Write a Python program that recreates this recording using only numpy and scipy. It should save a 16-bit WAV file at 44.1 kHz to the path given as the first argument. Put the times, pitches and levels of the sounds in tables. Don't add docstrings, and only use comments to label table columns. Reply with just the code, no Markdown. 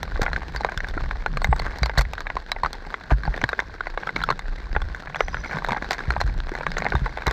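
import sys
import numpy as np
from scipy import signal
from scipy.fft import rfft, irfft
from scipy.io import wavfile
from scipy.ndimage import uniform_filter1d, map_coordinates

SR = 44100
rng = np.random.default_rng(int(sys.argv[2]) if len(sys.argv) > 2 else 0)


def wav_out(sig):
    wavfile.write(sys.argv[1], SR, np.round(np.clip(np.atleast_2d(sig).T, -1, 1) * 32767).astype(np.int16))


N = 322812
T = np.arange(N) / SR
TAP = np.arange(1024) / SR

# (time [s], level before boost and drop size [dB])
SPRAY_LEVEL = [(0.0, -47.5), (0.85, -42), (1.24, -50), (1.69, -41.5), (2.06, -52), (2.91, -50.5),
               (3.28, -46.5), (3.83, -48.5), (4.22, -44.5), (4.38, -52), (5.07, -50), (5.71, -40.5),
               (6.01, -41.5), (6.4, -48.5), (6.81, -41), (7.16, -43), (7.32, -40.5)]


def undb(db):
    return 10 ** (np.asarray(db) / 20)


def level(x, db):
    return x * undb(db) / np.sqrt(np.mean(x ** 2))


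def peak(rows):
    return rows / np.abs(rows).max(axis=1, keepdims=True)


def decay(t, t60):
    return np.exp(-np.log(1000) * t / t60)


def place(s, rows):
    at = (np.asarray(s) * SR).astype(int)[:, None] + np.arange(rows.shape[1])
    return np.bincount(at.ravel(), rows.ravel(), N + SR)[:N]


def walk(rate):
    k = int(SR / rate)
    held = np.repeat(rng.standard_normal(N // k + 1), k)
    return 2.84 * uniform_filter1d(uniform_filter1d(held, k), k)[:N]


def band(hz, width_hz):
    b, a = signal.iirpeak(hz, hz / width_hz, fs=SR)
    once = signal.lfilter(b, a, rng.standard_normal(N))
    return level(signal.lfilter(b, a, once), 0)


def port(x):
    # (frequency [Hz], gain [dB])
    port_colour = [(88, -32.5), (150, 1.5), (298, -2), (860, -7), (1270, -10.5), (1580, -0.5),
                   (2160, -14.5), (3020, -20), (4130, -13.5), (6490, -30.5), (8540, -40), (11000, -58),
                   (12600, -41.5), (16300, -63)]
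    hz, db = np.transpose(port_colour)
    bins_hz = np.arange(1025) * SR / 2048
    gain_db = np.interp(np.log(bins_hz + 1), np.log(hz), db)
    cepstrum = irfft(np.log(undb(gain_db)))
    cepstrum[1:1024] *= 2
    cepstrum[1025:] = 0
    response = irfft(np.exp(rfft(cepstrum)))
    return signal.fftconvolve(x, response[None], axes=1)[:, :x.shape[1]]


def hiss(ticks_per_s=500, scatter_db=9.0, wash_db=-3, hiss_db=-42.5, follow=0.46):
    spray_db = np.interp(T, *np.transpose(SPRAY_LEVEL))
    ticks = (rng.random(N) < ticks_per_s / SR) * undb(scatter_db * rng.standard_normal(N))
    ticks = uniform_filter1d(ticks, size=48) * rng.standard_normal(N)
    noise = level(ticks, 0) + undb(wash_db) * rng.standard_normal(N)
    steady = level(port(noise[None])[0], hiss_db)
    swell_db = follow * (spray_db - spray_db.mean()) + .8 * walk(60)
    return steady * undb(swell_db)


def wind():
    # (time [s], helmet shell level before gusts [dB], camera mount level before gusts [dB])
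    wind_level = [(0.0, -33.5, -50), (0.51, -31, -46), (1.02, -35, -49.5), (1.57, -33.5, -35.5),
                  (1.89, -31, -69), (2.18, -33, -53), (2.95, -46.5, -66), (3.28, -28, -42),
                  (3.67, -42, -71.5), (4.3, -38, -38.5), (4.45, -38, -53.5), (5.16, -29.5, -49),
                  (5.61, -44, -39.5), (5.99, -38.5, -50), (6.28, -31.5, -52), (6.6, -34.5, -38),
                  (6.85, -33, -41), (7.32, -43, -65)]
    # (frequency [Hz], width of each filter pass [Hz], level before gusts [dB])
    shell_modes = [(27.6, 9.7, -0.22), (46.8, 36, -1.3)]
    s, shell_db, mount_db = np.transpose(wind_level)
    shell = sum(undb(db + 1.95 * walk(6.8)) * band(hz, width) for hz, width, db in shell_modes)
    shell = undb(np.interp(T, s, shell_db)) * shell
    mount_gusts_db = 6.2 * np.tanh(walk(25))
    mount = undb(np.interp(T, s, mount_db) + mount_gusts_db) * band(hz=144, width_hz=69)
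    shell_gusts_db = 4.0 * np.tanh(walk(10))
    return undb(shell_gusts_db) * shell + mount


def squeaks(stutter_db=3):
    # (start [s], end [s], centre pitch [Hz], level before stutter [dB])
    squeak_notes = [(1.416, 1.604, 7900, -64.5), (4.24, 4.3, 5250, -70), (5.167, 5.534, 5900, -61.5),
                    (5.17, 5.59, 5020, -62.5)]
    out = 0
    for start, end, hz, db in squeak_notes:
        length = end - start
        gate = np.interp(T, [start, start + 0.043 * length, end - 0.1 * length, end], [0, 1, 1, 0])
        waver = 1 + .003 * walk(30) + .008 * walk(600)
        tone = np.sin(2 * np.pi * np.cumsum(hz * waver) / SR)
        tone_db = db + stutter_db * np.tanh(walk(40)) + 4 * walk(300)
        out = out + gate * undb(tone_db) * tone
    return out


def high_tones(t60_s=0.028, rise_s=0.00022):
    # (time [s], peak [dB], pitch [Hz])
    tone_notes = [(0.571, -28.5, 4600), (1.594, -24, 4400), (1.832, -19, 4020), (1.857, -25.5, 4300),
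                  (1.974, -26, 4070), (1.984, -15.5, 4350), (2.517, -30, 4100), (3.439, -34, 4100),
                  (4.16, -25, 4030), (4.226, -29, 4050), (4.304, -25, 4050), (6.207, -22.5, 4150)]
    s, db, hz = np.array(tone_notes).T[:, :, None]
    onset = 1 - np.exp(-TAP / rise_s)
    fade = 1 - TAP / TAP[-1]
    rows = np.sin(2 * np.pi * hz * TAP) * decay(TAP, t60_s) * onset * fade
    return place(s[:, 0], undb(db) * peak(rows))


def bumps():
    # (time [s], peak [dB], settled pitch [Hz], 60 dB decay [s])
    jolts = [(0.217, -13.5, 42.7, 0.026), (0.316, -27, 59.5, 0.45), (0.548, -26, 55.5, 0.45),
             (0.77, -22.5, 58.6, 0.083), (1.49, -10, 56.8, 0.22), (1.82, -12.5, 54.4, 0.21),
             (1.978, -8.5, 46.5, 0.25), (2.639, -21.5, 40.7, 0.12), (3.118, -8.5, 50.5, 0.2),
             (3.278, -14, 45, 0.14), (6.08, -14.5, 59, 0.25), (6.177, -21, 49.4, 0.13),
             (6.245, -16, 46.3, 0.23), (6.365, -18.5, 39, 0.18), (6.948, -10.5, 59.5, 0.15),
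             (7.018, -12.5, 42.7, 0.14), (7.272, -15.5, 52.7, 0.13)]
    s, db, hz, t60 = np.array(jolts).T[:, :, None]
    t = np.arange(SR // 2) / SR
    turns = hz * (t + 0.0051 * (1 - np.exp(-t / 0.0026)))
    helmet = np.sin(2 * np.pi * turns)
    mount = 0.31 * np.sin(2 * np.pi * 128 * t) * np.exp(-t / 0.099)
    onset = 1 - np.exp(-t / 0.0035)
    rows = (helmet + mount) * decay(t, t60) * onset
    return place(s[:, 0], undb(db) * peak(rows))


def knocks(cycles=7):
    # (time [s], peak [dB], pitch [Hz])
    blows = [(0.195, -16, 466), (0.969, -22, 312), (1.524, -24.5, 490), (3.118, -17.5, 266),
             (3.435, -21, 276), (3.437, -21, 120), (4.76, -25, 138), (5.544, -26, 156), (5.715, -22, 204),
             (6.518, -21, 358), (6.861, -27.5, 221), (6.941, -20, 350), (7.275, -17.5, 407)]
    s, db, hz = np.array(blows).T[:, :, None]
    turns = hz * np.arange(SR // 10) / SR
    onset = 1 - np.exp(-turns / 0.39)
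    rows = np.sin(2 * np.pi * turns) * decay(turns, cycles) * onset
    return place(s[:, 0], undb(db) * peak(rows))


def ring(modes, gain_db, push, scatter_db, top_hz, detune=.04, bend=0.067):
    hz, t60, db = np.transpose(modes)
    shapes = np.exp(np.outer(2j * np.pi * hz - np.log(1000) / t60, TAP)).imag
    drive = signal.butter(4, [400, top_hz], "band", fs=SR, output="sos")
    shapes = signal.sosfilt(drive, shapes)
    gains = undb(db + gain_db + scatter_db * rng.standard_normal((len(push), len(hz))))
    shift, glide = rng.standard_normal((len(push), 2)).T[:, :, None]
    stretch = 1 + detune * shift + bend * glide * np.tanh(TAP / 0.0068)
    clock = np.clip(TAP * stretch * SR, 0, len(TAP) - 1)
    row = np.arange(len(push))[:, None] + 0 * clock
    rung = map_coordinates(gains @ shapes, [row, clock], order=1)
    return peak(signal.fftconvolve(rung, push, axes=1)[:, :len(TAP)])


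def taps(s, peak_db, spot_hz, upper_db, crack_db, reach_oct=0.17, far_db=-12):
    # (frequency [Hz], 60 dB decay [s], strength before scatter [dB])
    low_modes = [(480, 0.08, -16.5), (807, 0.026, -2), (912, 0.028, 1.5), (1121, 0.014, 10),
                 (1535, 0.015, 12.5), (1753, 0.012, 7.5), (2028, 0.017, 7.5)]
    high_modes = [(3656, 0.013, 9.5), (4083, 0.031, 3.5), (4610, 0.012, -15.5), (5930, 0.015, -11.5)]
    push, burst = rng.standard_normal((len(s), 2, len(TAP))).transpose(1, 0, 2)

    dullness_db = -.35 * np.clip(upper_db + 22, -25, 5)
    spread_s = .00045 * 2 ** (.4 * rng.standard_normal((len(s), 1))) * undb(dullness_db)[:, None]
    flattening = (TAP / spread_s) ** 2 * np.exp(-TAP / spread_s)
    push = push * (flattening + 0.066 * np.exp(-TAP / 0.0067))

    octaves = np.log2(np.array(low_modes)[:, 0] / spot_hz[:, None])
    spot_gain_db = far_db * (1 - np.exp(-(octaves / reach_oct) ** 2))
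    low = ring(low_modes, spot_gain_db, push, scatter_db=4.0, top_hz=2358)
    high = ring(high_modes, 0, push, scatter_db=11.5, top_hz=5930)
    both = low + undb(upper_db)[:, None] * high

    burst = burst * ((TAP / 0.00059) ** 2 * np.exp(-TAP / 0.00028) + 0.021 * np.exp(-TAP / 0.0047))
    treble = signal.butter(4, 5600, "high", fs=SR, output="sos")
    crack = signal.sosfilt(treble, port(burst))
    cracks = place(np.clip(s + .0003, 0, None), undb(peak_db + crack_db)[:, None] * peak(crack))

    ring_s = s + 0.001384 - np.abs(low).argmax(axis=1) / SR
    return place(np.clip(ring_s, 0, None), undb(peak_db)[:, None] * both) + cracks


def small_taps(s, peak_db, bright_db):
    spot, upper, crack = rng.standard_normal((len(s), 3)).T
    spot_hz = np.clip(1250 * 2 ** (0.59 * spot), 300, 2500)
    upper_db = bright_db - 28.0 + 10.4 * np.clip(upper, -2, 1)
    crack_db = bright_db - 21 + 6 * np.clip(crack, -2, 1)
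    return taps(s, peak_db, spot_hz, upper_db, crack_db)


def spray(per_s=140, size_db=7.0, boost_db=4):
    when, big = rng.random((int(per_s * N / SR), 2)).T
    s = when * N / SR
    bigger_db = -size_db * np.log(np.clip(big, .08, 1))
    return small_taps(s, np.interp(s, *np.transpose(SPRAY_LEVEL)) + boost_db + bigger_db, 0)


def splashes(count=20, fade_db=6):
    # (start [s], end [s], strongest possible tap [dB], brightness offset [dB])
    volleys = [(.212, .24, -13.5, 9), (1.975, 2.02, -15, 14), (3.1, 3.135, -14, -4.5),
               (5.505, 5.56, -18, 0), (5.905, 5.94, -19.5, 11.5), (6.2, 6.22, -17.5, 8),
               (7.26, 7.295, -17.5, -20)]
    start, end, db, bright_db = np.repeat(volleys, count, axis=0).T
    when, big = rng.random((len(start), 2)).T
    return small_taps(start + when * (end - start), db - 12 * big - fade_db * when, bright_db)


def drops():
    # (time [s], low ring peak [dB], pitch of the struck spot [Hz], sharpness [dB])
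    big_drops = [(0.03, -13, 1650, -17.5), (0.158, -18, 1390, -37), (0.217, -17, 1650, -14),
                 (0.263, -10, 1550, -36), (0.28, -14.5, 606, -52), (0.331, -11.5, 1770, -24),
                 (0.362, -10, 1580, -28.5), (0.561, -15, 896, -19.5), (0.608, -17, 896, -26),
                 (0.647, -6.5, 1100, -28), (0.689, -15, 795, -49), (0.775, -15, 1376, -15),
                 (0.804, -14.5, 1310, -27), (0.844, -16, 1450, -33), (0.886, -25, 1800, -14.5),
                 (0.976, -15, 1390, -39), (1.11, -12.5, 1530, -29), (1.261, -7.5, 1400, -30.5),
                 (1.372, -14.5, 1810, -22), (1.418, -15, 1160, -22.5), (1.444, -5.5, 1900, -22),
                 (1.527, -6.5, 786, -44), (1.597, -14.5, 1767, -19.5), (1.562, -30, 1500, -13),
                 (1.67, -21, 504, -47), (1.785, -26, 1236, -13), (1.831, -9.5, 1740, -19),
                 (1.859, -13, 1820, -18), (1.895, -10.5, 890, -33), (1.976, -8.5, 1770, -33),
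                 (1.985, -16.5, 1140, -22), (1.991, -9, 1640, -45), (2.011, -12, 1050, -39),
                 (2.051, -22.5, 1780, -28), (2.134, -19, 1770, -17.5), (2.18, -16, 1550, -27),
                 (2.205, -17, 930, -18.5), (2.268, -14, 1240, -34), (2.301, -11.5, 1470, -32),
                 (2.368, -10.5, 1070, -33), (2.517, -9.5, 1130, -14.5), (2.564, -19, 770, -52),
                 (2.634, -7.5, 1180, -28.5), (2.647, -10.5, 770, -33), (2.66, -8.5, 1110, -30),
                 (2.73, -21.5, 1760, -11.5), (2.941, -9.5, 1500, -29), (3.11, -18.5, 825, -37),
                 (3.116, -15, 600, -27), (3.234, -17.5, 1520, -26), (3.252, -17.5, 1020, -27),
                 (3.278, -14.5, 905, -47), (3.34, -17.5, 784, -30), (3.377, -16.5, 1720, -26),
                 (3.415, -15, 1450, -27.5), (3.44, -4.5, 1750, -24.5), (3.49, -11.5, 890, -21.5),
                 (3.53, -10, 1510, -32.5), (3.591, -7, 1520, -37), (3.601, -13, 1730, -20.5),
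                 (3.807, -11.5, 1460, -32), (3.869, -13.5, 1770, -34), (3.975, -10.5, 1380, -31.5),
                 (4.033, -17, 1550, -39), (4.072, -14.5, 1490, -27), (4.091, -11, 1410, -32),
                 (4.162, -11, 1980, -25.5), (4.204, -20, 1500, -26), (4.217, -16, 1500, -27),
                 (4.237, -11.5, 1410, -18), (4.288, -8.5, 1250, -33), (4.304, -7, 1190, -24.5),
                 (4.312, -12.5, 1480, -28), (4.324, -17, 1200, -28), (4.392, -17, 1990, -20),
                 (4.75, -18.5, 1880, -47), (4.763, -7.5, 920, -34), (4.818, -18.5, 860, -20.5),
                 (4.947, -18, 1680, -26), (5.072, -19, 1490, -40), (5.145, -15, 1600, -32),
                 (5.158, -15.5, 1700, -22.5), (5.165, -20.5, 1500, -24), (5.207, -3.5, 1510, -27.5),
                 (5.282, -17, 796, -22.5), (5.344, -11.5, 1780, -29), (5.369, -18, 1600, -36),
                 (5.447, -23, 1670, -37), (5.57, -16, 912, -28), (5.585, -16.5, 1500, -24),
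                 (5.646, -9, 1690, -26.5), (5.686, -12, 930, -26.5), (5.692, -13.5, 1180, -27),
                 (5.707, -16, 1330, -24), (5.72, -9, 474, -23.5), (5.73, -12.5, 900, -29),
                 (5.746, -16, 900, -36), (5.766, -15, 790, -61), (5.824, -16.5, 1190, -33),
                 (5.844, -19.5, 1400, -24), (5.908, -7.5, 735, -18), (5.931, -14.5, 2030, -15),
                 (5.991, -19, 1558, -24), (6.104, -9, 1780, -26.5), (6.164, -11.5, 820, -63),
                 (6.213, -7, 985, -23.5), (6.492, -20, 1920, -23), (6.551, -13.5, 1300, -25),
                 (6.608, -16.5, 890, -50), (6.666, -8, 1500, -27.5), (6.717, -16.5, 1920, -18.5),
                 (6.769, -12, 1630, -27), (6.782, -14.5, 1500, -17), (6.821, -10, 1880, -32),
                 (6.852, -12.5, 815, -45), (6.865, -7.5, 900, -43), (6.921, -12.5, 900, -50),
                 (6.952, -8.5, 970, -26.5), (7.061, -11.5, 840, -37), (7.173, -17, 1250, -24),
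                 (7.184, -18.5, 1300, -34), (7.22, -20.5, 1500, -26), (7.267, -11, 1870, -16.5),
                 (7.279, -9.5, 1030, -21.5), (7.31, -16, 1730, -17)]
    s, db, hz, sharp_db = np.transpose(big_drops)
    upper_db = 2.5 + 0.76 * sharp_db
    crack_db = 16 + 1.444 * sharp_db
    return taps(s, db, hz, upper_db, crack_db)


def scene():
    struck = drops() + spray() + splashes() + knocks() + high_tones() + bumps()
    return (struck + wind() + hiss() + squeaks())[None]


def record(dry):
    dry = signal.sosfilt(signal.butter(2, 17, "high", fs=SR, output="sos"), dry)
    return signal.sosfilt(signal.ellip(8, .2, 70, 16100, fs=SR, output="sos"), dry)


dry = scene()
out = record(dry)
wav_out(out)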